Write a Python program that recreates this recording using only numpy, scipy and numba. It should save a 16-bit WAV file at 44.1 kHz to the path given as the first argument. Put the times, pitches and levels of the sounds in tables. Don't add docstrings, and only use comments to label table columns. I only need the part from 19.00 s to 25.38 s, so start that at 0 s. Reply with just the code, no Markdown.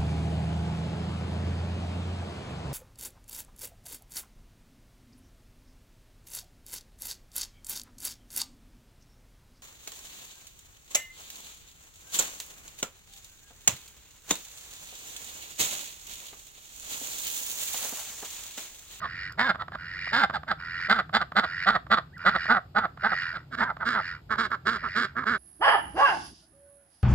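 import sys
import numpy as np
from scipy import signal
from scipy.fft import rfft, irfft, next_fast_len
from scipy.io import wavfile
from scipy.ndimage import uniform_filter1d
from numba import njit

SR = 44100
rng = np.random.default_rng(int(sys.argv[2]) if len(sys.argv) > 2 else 0)


def pcm_store(signal):
    levels = np.round(np.clip(np.atleast_2d(signal), -1, 1) * 32767)
    wavfile.write(sys.argv[1], SR, levels.astype(np.int16).T)


N = 281343
TIME = np.arange(N) / SR
SIZE = next_fast_len(N + SR, real=True)
FREQ = np.maximum(np.fft.rfftfreq(SIZE, 1 / SR), 1)

# freq_hz, relative_db
HEN_COLOUR = [(90,-24.5),(230,-4.5),(390,-17.5),(540,-9),(780,-6.5),(980,-11.5),(1220,-2.5),(1600,-3),(1950,-11.5),(2450,-20.5),(3600,-20.5),(4800,-29.5),(7000,-33.5),(15000,-50)]


def from_db(db):
    return 10 ** (np.asarray(db) / 20)


def rms_one(x):
    return x / np.sqrt(np.mean(x ** 2) + 1e-20)


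def on_grid(points):
    hz, value = np.transpose(points)
    return np.interp(np.log(FREQ), np.log(hz), value)


def in_time(rows):
    s, *columns = np.transpose(sorted(map(tuple, rows)))
    return [np.interp(TIME, s, c) for c in columns]


def filtered(x, response):
    return irfft(rfft(x, SIZE) * response, SIZE)[..., :N]


def colour(x, points):
    cepstrum = irfft(np.log(from_db(on_grid(points))), SIZE)
    cepstrum[1:SIZE // 2] *= 2
    cepstrum[SIZE // 2 + 1:] = 0
    return filtered(x, np.exp(rfft(cepstrum)))


def delay(seconds):
    return np.exp(-2j * np.pi * FREQ * seconds)


def drift(rate_hz):
    return rms_one(filtered(rng.standard_normal(N), 1 / (1 + 1j * FREQ / rate_hz) ** 2))


@njit
def resonate(x, hz, width_hz):
    y = np.zeros(len(x))
    r = np.exp(-np.pi * width_hz / SR)
    for i in range(2, len(x)):
        drive = (1 - r * r) / 2 * (x[i] - x[i - 2])
        y[i] = drive + 2 * r * np.cos(2 * np.pi * hz[i] / SR) * y[i - 1] - r * r * y[i - 2]
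    return y


def evened(x):
    size = int(.014 * SR)
    power = uniform_filter1d(uniform_filter1d(x ** 2, size), size)
    return x / np.sqrt(power + 1e-12)


def treble(x, db, corner_hz=2600):
    top = filtered(x, 1 / (1 + (corner_hz / FREQ) ** 8))
    return x + (from_db(db) - 1) * top


def current_call(rows, lead_s=.012):
    columns = np.transpose(rows)
    index = np.maximum(np.searchsorted(columns[0] - lead_s, TIME) - 1, 0)
    start_s, *others = columns[:, index]
    return [TIME - start_s, *others]


def clicks(events):
    out = np.zeros(N)
    for s, db in events:
        out[int(s * SR)] = from_db(db)
    return out


def windpipe(x, spacing_hz, reflection):
    return filtered(x, 1 / (1 - np.clip(reflection, -.8, .8) * delay(1 / spacing_hz)))


def background():
    # freq_hz, relative_db
    air_colour = [(100,-2.5),(400,-4),(800,-1.5),(1400,-17.5),(2500,-13),(4800,-14),(8000,-17.5),(15000,-19.5)]
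    rumble_colour = [(25, -35.5), (55, -6.5), (80, -2.5), (105, -5.5), (155, -2.0),
                     (200, -18.5), (300, -19), (900, -43.5), (3000, -78.5)]
    rumble = colour(rng.standard_normal(N), rumble_colour)
    air = colour(rng.standard_normal((2, N)), air_colour)
    return from_db(-52.5) * rms_one(rumble) + from_db(-65) * rms_one(air)


def rasp():
    # start_s, press_s, let_go_s, top_relative_db, top_whistle_hz
    calls = [ (-0.03, 0.26, 0.12, -32, 1914), (0.760, 0.320, 0.07, -29.5, 2045),
             (1.570, 0.29, 0.0289, -27, 1806), (2.410, 0.23, 0.029, -26.5, 1805),
             (3.170, 0.28, 0.12, -27.5, 1700), (3.980, 0.200, 0.225, -26.5, 1765),
             (4.900, 0.18, 0.11, -30.5, 1725), (5.690, 0.260, 0.17, -33, 1820), ]
    attack_s, crescendo_db, fade_db = 0.032, 9.5, 21
    hold_power = 2.7
    start_hz, end_hz, bend_power = 1293, 1304, .55
    age_s, press_s, let_go_s, top_db, top_hz = current_call(calls, lead_s=0.085)
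    pressed = np.clip(age_s / press_s, 0, 1)
    let_go = np.clip((age_s - press_s) / let_go_s, 0, 1.6)
    level_db = top_db + 20 * np.minimum(age_s / attack_s - 1, 0)
    level_db = level_db - crescendo_db * (1 - pressed) - fade_db * let_go ** hold_power
    rise_hz = (top_hz - start_hz) * pressed ** bend_power
    fall_hz = (top_hz - end_hz) * np.minimum(let_go, 1) ** 1.3
    return level_db, start_hz + rise_hz - fall_hz


def drake(sweep=0.69, wheeze_db=-4):
    # freq_hz, relative_db
    wheeze_colour = [(120,-46),(300,-38.5),(850,-31.5),(1300,-7),(1900,0.5),(2400,-6.5),(2600,-10),(2850,-7.5),(3250,-20.5),(4200,-13),(5000,-10.5),(7000,-27.5),(15000,-46.5)]
    level_db, centre_hz = rasp()
    flutter_hz = 88 * (centre_hz / 1750) ** .45 * (1 + .045 * drift(40))
    beat = np.cumsum(flutter_hz) / SR % 1
    opening = np.sin(np.pi * beat) ** 2 * from_db(3.1 * drift(70))
    turns = centre_hz / flutter_hz * ((beat - .5) + sweep / 2 * (beat - .5) ** 2)
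    chirp = rms_one(np.sin(2 * np.pi * turns + .7 * drift(110)) * opening)
    wheeze = rms_one(colour(rng.standard_normal(N) * (.2 + opening), wheeze_colour))
    x = treble(chirp + from_db(wheeze_db) * wheeze, 10 * np.log2(centre_hz / 1750))
    x = windpipe(x, spacing_hz=475.4, reflection=.38)
    return from_db(level_db - 6.5) * evened(x)


def syrinx(pitch_hz, jitter, uneven_db, alternate_db, air):
    cycles = np.cumsum(pitch_hz * (1 + jitter * drift(120))) / SR
    at = np.flatnonzero(np.diff(np.floor(cycles)) > 0)
    steady, slaps = np.zeros(N), np.zeros(N)
    steady[at] = 1
    uneven = np.clip(rng.standard_normal(N)[:len(at)], -2, 2)
    slaps[at] = from_db(uneven_db * uneven + alternate_db * (-1) ** np.arange(len(at)))
    hiss_decay = signal.lfilter([1], [1, -np.exp(-1 / (.002 * SR))], slaps)
    hiss = rng.standard_normal(N) * hiss_decay
    low = 1 / (1 + (FREQ / 340) ** 4)
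    edge = rms_one(rms_one(slaps) + air * rms_one(hiss))
    return filtered(rms_one(steady), low) + filtered(edge, 1 - low)


def smeared(x):
    trips = [delay(.0009), delay(.0016)]
    return filtered(x, np.prod([(z - .45) / (1 - .45 * z) for z in trips], axis=0))


def membrane_tone(age_s, length_s, top_hz, pitch_hz,
                  tighten_s=0.013, relax_s=0.012, slack_hz=680, sag=0.22):
    starting = np.exp(-(age_s / tighten_s) ** 2)
    ending = np.exp(-((age_s - length_s) / relax_s) ** 2)
    relaxed = np.minimum(starting + ending, 1)
    cycle = 2 * np.pi * np.cumsum(pitch_hz) / SR
    waver = 1 + .04 * drift(40)
    taut_hz = top_hz * (1 + sag * (.5 - np.clip(age_s / length_s, 0, 1)))
    taut = np.sin(2 * np.pi * np.cumsum(taut_hz * waver) / SR + 0.14 * np.sin(cycle))
    hoot_hz = slack_hz * (1 - 0.2 * (relaxed - .5)) * waver
    slack = np.sin(2 * np.pi * np.cumsum(hoot_hz) / SR)
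    return rms_one(((1 - relaxed) * taut + 0.5 * relaxed * slack) * (1 + .5 * np.cos(cycle)))


def swell_db(age_s, length_s, attack_s, release_s, shutoff_db=50):
    edge = np.minimum(age_s / attack_s, (length_s - age_s) / release_s)
    return np.clip(20 * (edge - 1) + shutoff_db * np.minimum(edge, 0), -100, 0)


def quack_level(age_s, length_s, first_db, waist_db, closing_db):
    push_s, push_attack_s, push_release_s = 0.057, .016, 0.012
    close_s, close_attack_s, close_release_s = 0.053, 0.03, 0.015
    waist_edge_s = 0.016
    first = first_db + swell_db(age_s, np.minimum(push_s, length_s), push_attack_s, push_release_s)
    waist = waist_db + swell_db(age_s, length_s, waist_edge_s, waist_edge_s)
    closing_age_s = age_s - length_s + close_s
    closing = closing_db + swell_db(closing_age_s, close_s, close_attack_s, close_release_s)
    return np.max([first, waist, closing], axis=0)


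def quack_pitch(age_s, length_s, crest_hz, climb_hz_per_s, end_hz, fall_s=0.065):
    past_crest_s = np.clip(age_s, 0, length_s) - length_s + fall_s
    return crest_hz + np.minimum(climb_hz_per_s * past_crest_s, (end_hz - crest_hz) * past_crest_s / fall_s)


def effort_db(level_db, slope):
    return slope * np.clip(level_db + 31.0, -12, 8)


def hen():
    # start_s, length_s, first_push_relative_db, waist_relative_db,
    # closing_push_relative_db, crest_pitch_hz, open_bill_hz, throat_hz at 210 Hz pitch,
    # throat_db before a 6 dB lift, open_bill_treble_db
    quacks = [ (0.012, 0.059, -38, -30, -26.5, 230, 1260, 1074, 4.5, 5),
              (0.378, 0.145, -20, -24.5, -17, 278.9, 1696, 928, 6.5, 5),
              (0.584, 0.053, -39, -33.5, -28, 215, 1420, 1050, 11, 8),
              (0.718, 0.049, -40, -39.5, -39, 240, 1700, 830, 6, 13),
              (1.120, 0.14, -20, -21, -15.5, 286, 1640, 847, 6, 8.5),
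              (1.328, 0.056, -29.5, -26, -32, 270.1, 1560, 860, 15, 15),
              (1.469, 0.068, -30, -37.5, -20.5, 278.5, 1585, 862, 5.5, 7),
              (1.887, 0.13, -15.5, -27, -19, 248, 1533, 790, -0.5, 4.5),
              (2.129, 0.11, -17.5, -42.5, -22, 235.7, 1510, 800, 3.5, 6),
              (2.353, 0.11, -16.5, -33.5, -22, 229.6, 1488, 792, 1.5, 4.5),
              (2.659, 0.12, -15, -28, -19, 236.4, 1373, 764, 3.5, 3),
              (2.902, 0.1, -15.5, -36.5, -20.5, 227.5, 1390, 813, -3.5, 2.5),
              (3.248, 0.132, -15, -32.5, -20, 230.9, 1420, 849.6, -4.5, 1),
              (3.485, 0.109, -15.5, -21.5, -20.5, 249.8, 1467, 808, 5, -3),
              (3.749, 0.12, -18, -29.5, -21.5, 243.1, 1463, 803, 5.5, -3),
              (4.028, 0.12, -19.5, -33, -21.5, 239.6, 1498, 825, 4, -4),
              (4.335, 0.050, -45, -42, -30, 230, 1594, 808, -5, 10),
              (4.594, 0.131, -21.5, -30.5, -25, 258, 1593, 920, 11, -5),
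              (4.794, 0.056, -38, -30.5, -26, 234.3, 1493, 990, 9, -2.5),
              (4.935, 0.083, -23.5, -24, -26.5, 224.7, 1495, 955, 7, -2), ]
    # centre_hz at a 1400 Hz bill, width_hz, gain, bill_following (0-1)
    formants = [(1966,65,3.05,0.55),(3484,88,1.3,.25),(3930,99,1.4,0.4),(4486,280,1.66,0.5)]
    bill_shut_s, bill_drop, shut_treble_db = .035, 0.091, -8.5
    (age_s, length_s, first_db, waist_db, closing_db,
     crest_hz, open_hz, throat_hz, throat_db, open_db) = current_call(quacks)
    level_db = quack_level(age_s, length_s, first_db, waist_db, closing_db)
    pitch_hz = quack_pitch(age_s, length_s, crest_hz, climb_hz_per_s=1050, end_hz=148.85)
    shut = np.exp(-np.maximum(length_s - age_s, 0) / bill_shut_s)
    bill_hz = open_hz * (1 - bill_drop * shut)
    treble_db = open_db + shut_treble_db * shut
    x = syrinx(pitch_hz, jitter=.028, uneven_db=3, alternate_db=2.8, air=.42)
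    x = colour(smeared(x), HEN_COLOUR)
    for hz, width_hz, gain, follows in formants:
        x = x + gain * resonate(x, hz * (bill_hz / 1400) ** follows, float(width_hz))
    x = x + 2.0 * resonate(x, bill_hz * 1.002, 58.0) + 2.0 * resonate(x, bill_hz * 0.873, 56.0)
    x = x + (from_db(throat_db + 6) - 1) * resonate(x, throat_hz * (pitch_hz / 210) ** .45, 59.0)
    x = evened(treble(x, treble_db + effort_db(level_db, slope=0.33)))
    tone_db = np.clip(-.7 * (level_db + 29), -10, 3)
    tone = from_db(tone_db) * membrane_tone(age_s, length_s, bill_hz, pitch_hz)
    return from_db(level_db - 4.0) * evened(x + tone)


def straw():
    # time_s, relative_db
    snaps = [(0.3232, -33), (2.345, -54.5), (3.1802, -37.5), (4.1297, -51), (5.1217, -59), (5.5058, -43)]
    decay = signal.lfilter([1], [1, -np.exp(-1 / (.002 * SR))], clicks(snaps) + 1e-18)
    crackle = rng.standard_normal(N) * decay
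    return from_db(-3) * colour(crackle, [(1500, -10), (5000, 0), (15000, -7)])


def clucks():
    # time_s, relative_db
    slap_events = [(0.546, -25), (0.555, -23.5), (0.681, -26.5), (0.719, -28.5), (0.748, -24.5),
                   (0.753, -22), (1.071, -25.5), (1.297, -18), (1.306, -23), (1.432, -28), (2.093, -30),
                   (2.319, -23.5), (2.866, -32), (3.455, -24.5), (3.973, -31.5), (4.767, -28)]
    x = colour(smeared(clicks(slap_events)), HEN_COLOUR)
    upper = 1.1 * resonate(x, np.full(N, 1060.), 280.0)
    lower = 1.0 * resonate(x, np.full(N, 700.), 90.)
    return from_db(25.5) * (x + upper + lower)


def peep(fade_db_per_s=1000):
    # time_s, relative_db, pitch_hz
    curve = [(3.127,-63,1500),(3.14,-55.5,1886),(3.16,-54,2020),(3.173,-44.5,1448),(3.191,-57.5,1248)]
    level_db, hz = in_time(curve)
    outside_s = np.abs(TIME - np.clip(TIME, curve[0][0], curve[-1][0]))
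    fade_db = np.minimum(fade_db_per_s * outside_s, 100)
    return from_db(level_db - fade_db) * rms_one(np.sin(2 * np.pi * np.cumsum(hz) / SR))


def second_hen():
    # start_s, length_s, first_push_relative_db, waist_relative_db,
    # closing_push_relative_db, crest_pitch_hz, bill_hz, throat_db, base_treble_db
    quacks = [ (4.512, 0.054, -36, -39.5, -30.5, 300.2, 1500, -6, 4),
              (4.568, 0.090, -29, -31, -28.5, 248.7, 1650, -8, 0.5),
              (4.848, 0.115, -24, -27.5, -32, 255.1, 1412, -7, 3.5),
              (5.295, 0.084, -24.5, -36, -31.5, 225.2, 1424, 13, -0.5),
              (5.372, 0.107, -23, -28, -29, 240.7, 1480, 6.5, 4.5),
              (5.502, 0.063, -26.5, -30.5, -28.5, 265.4, 1344, 17.5, 1.5),
              (5.654, 0.13, -21.5, -29, -36, 243.3, 1380, 4, 4),
              (5.824, 0.064, -33, -28.5, -28, 264.3, 1352, 12, -8),
              (5.948, 0.12, -23, -25.5, -29, 246.5, 1480, -7, 4),
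              (6.153, 0.12, -27, -34.5, -22.5, 265.8, 1331, 7.5, -8),
              (6.255, 0.12, -23, -25, -38.5, 246.7, 1493, -3.5, -2.5), ]
    # freq_hz, relative_db
    tract_colour = [(90,-35.5),(230,1.5),(360,4.5),(480,-13.5),(700,-15.5),(980,-15.5),(1330,8),(1650,2.5),(2150,-7),(2500,-19.5),(3600,-15),(5000,-19),(7000,-24.5),(15000,-46)]
    (age_s, length_s, first_db, waist_db, closing_db,
     crest_hz, bill_hz, throat_db, treble_db) = current_call(quacks)
    level_db = quack_level(age_s, length_s, first_db, waist_db, closing_db)
    pitch_hz = quack_pitch(age_s, length_s, crest_hz, climb_hz_per_s=800, end_hz=182.9)
    x = syrinx(pitch_hz, jitter=.025, uneven_db=3, alternate_db=2.8, air=.4)
    x = colour(windpipe(smeared(x), spacing_hz=560, reflection=.35), tract_colour)
    x = x + 0.6 * resonate(x, bill_hz, 120.0)
    x = x + from_db(throat_db) * resonate(x, np.full(N, 900.), 200.0)
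    x = evened(treble(x, treble_db + effort_db(level_db, slope=0.068)))
    tone_db = np.clip(-.7 * (level_db + 44.5), -18, 3)
    tone = from_db(tone_db) * membrane_tone(age_s, length_s, bill_hz, pitch_hz)
    return from_db(level_db - 3.0) * evened(x + tone)


def yard(x, t60_s=0.23, tail_db=-24):
    # delay_s, level_db
    echoes = [(.0028,-64),(0.011,-17),(0.028,-51)]
    # freq_hz, left_minus_right_db
    ear_balance = [(250,1),(600,-1.5),(950,-6.5),(1400,-4),(2000,-2),(4000,-2),(7500,0.5)]
    # freq_hz, left_lead_rad
    ear_phase = [(100,0.098),(250,0.3),(500,1.13),(800,1.01),(1300,0.7),(1800,0.29),(2600,1.97),(5000,1.753)]
    direct = 1 + sum(from_db(db) * delay(s) for s, db in echoes)
    ears = np.array([[1], [-1]])
    direction = from_db(ears * on_grid(ear_balance) / 2) * np.exp(.5j * ears * on_grid(ear_phase))
    decay = from_db(-60 * np.minimum(TIME / t60_s, 5)) * np.minimum(TIME / 0.016, 1)
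    tail = rng.standard_normal((2, N)) * decay
    tail_colour = [(200, -19), (700, 6.0), (1300, 6.5), (4000, 7.5), (12000, 2.0)]
    tail = colour(tail / np.sqrt(np.sum(tail ** 2) / 2), tail_colour)
    return filtered(x, direction * direct + from_db(tail_db) * rfft(tail, SIZE))


def scene():
    near = hen() + clucks() + drake() + peep() + straw()
    answer = yard(second_hen()) * from_db([[-1.1], [.8]])
    return yard(near) + answer + background()


def record(dry):
    # freq_hz, gain_db
    mic_response = [(5100,2.5),(5900,-14),(7000,-2),(8600,-7),(10300,-19.5),(12000,-3),(13500,-0.5),(15000,-12.5),(16000,-20.5)]
    cutoff_hz = 15800
    return filtered(colour(dry, mic_response), 1 / (1 + (FREQ / cutoff_hz) ** 120))


dry = scene()
out = record(dry)
pcm_store(out)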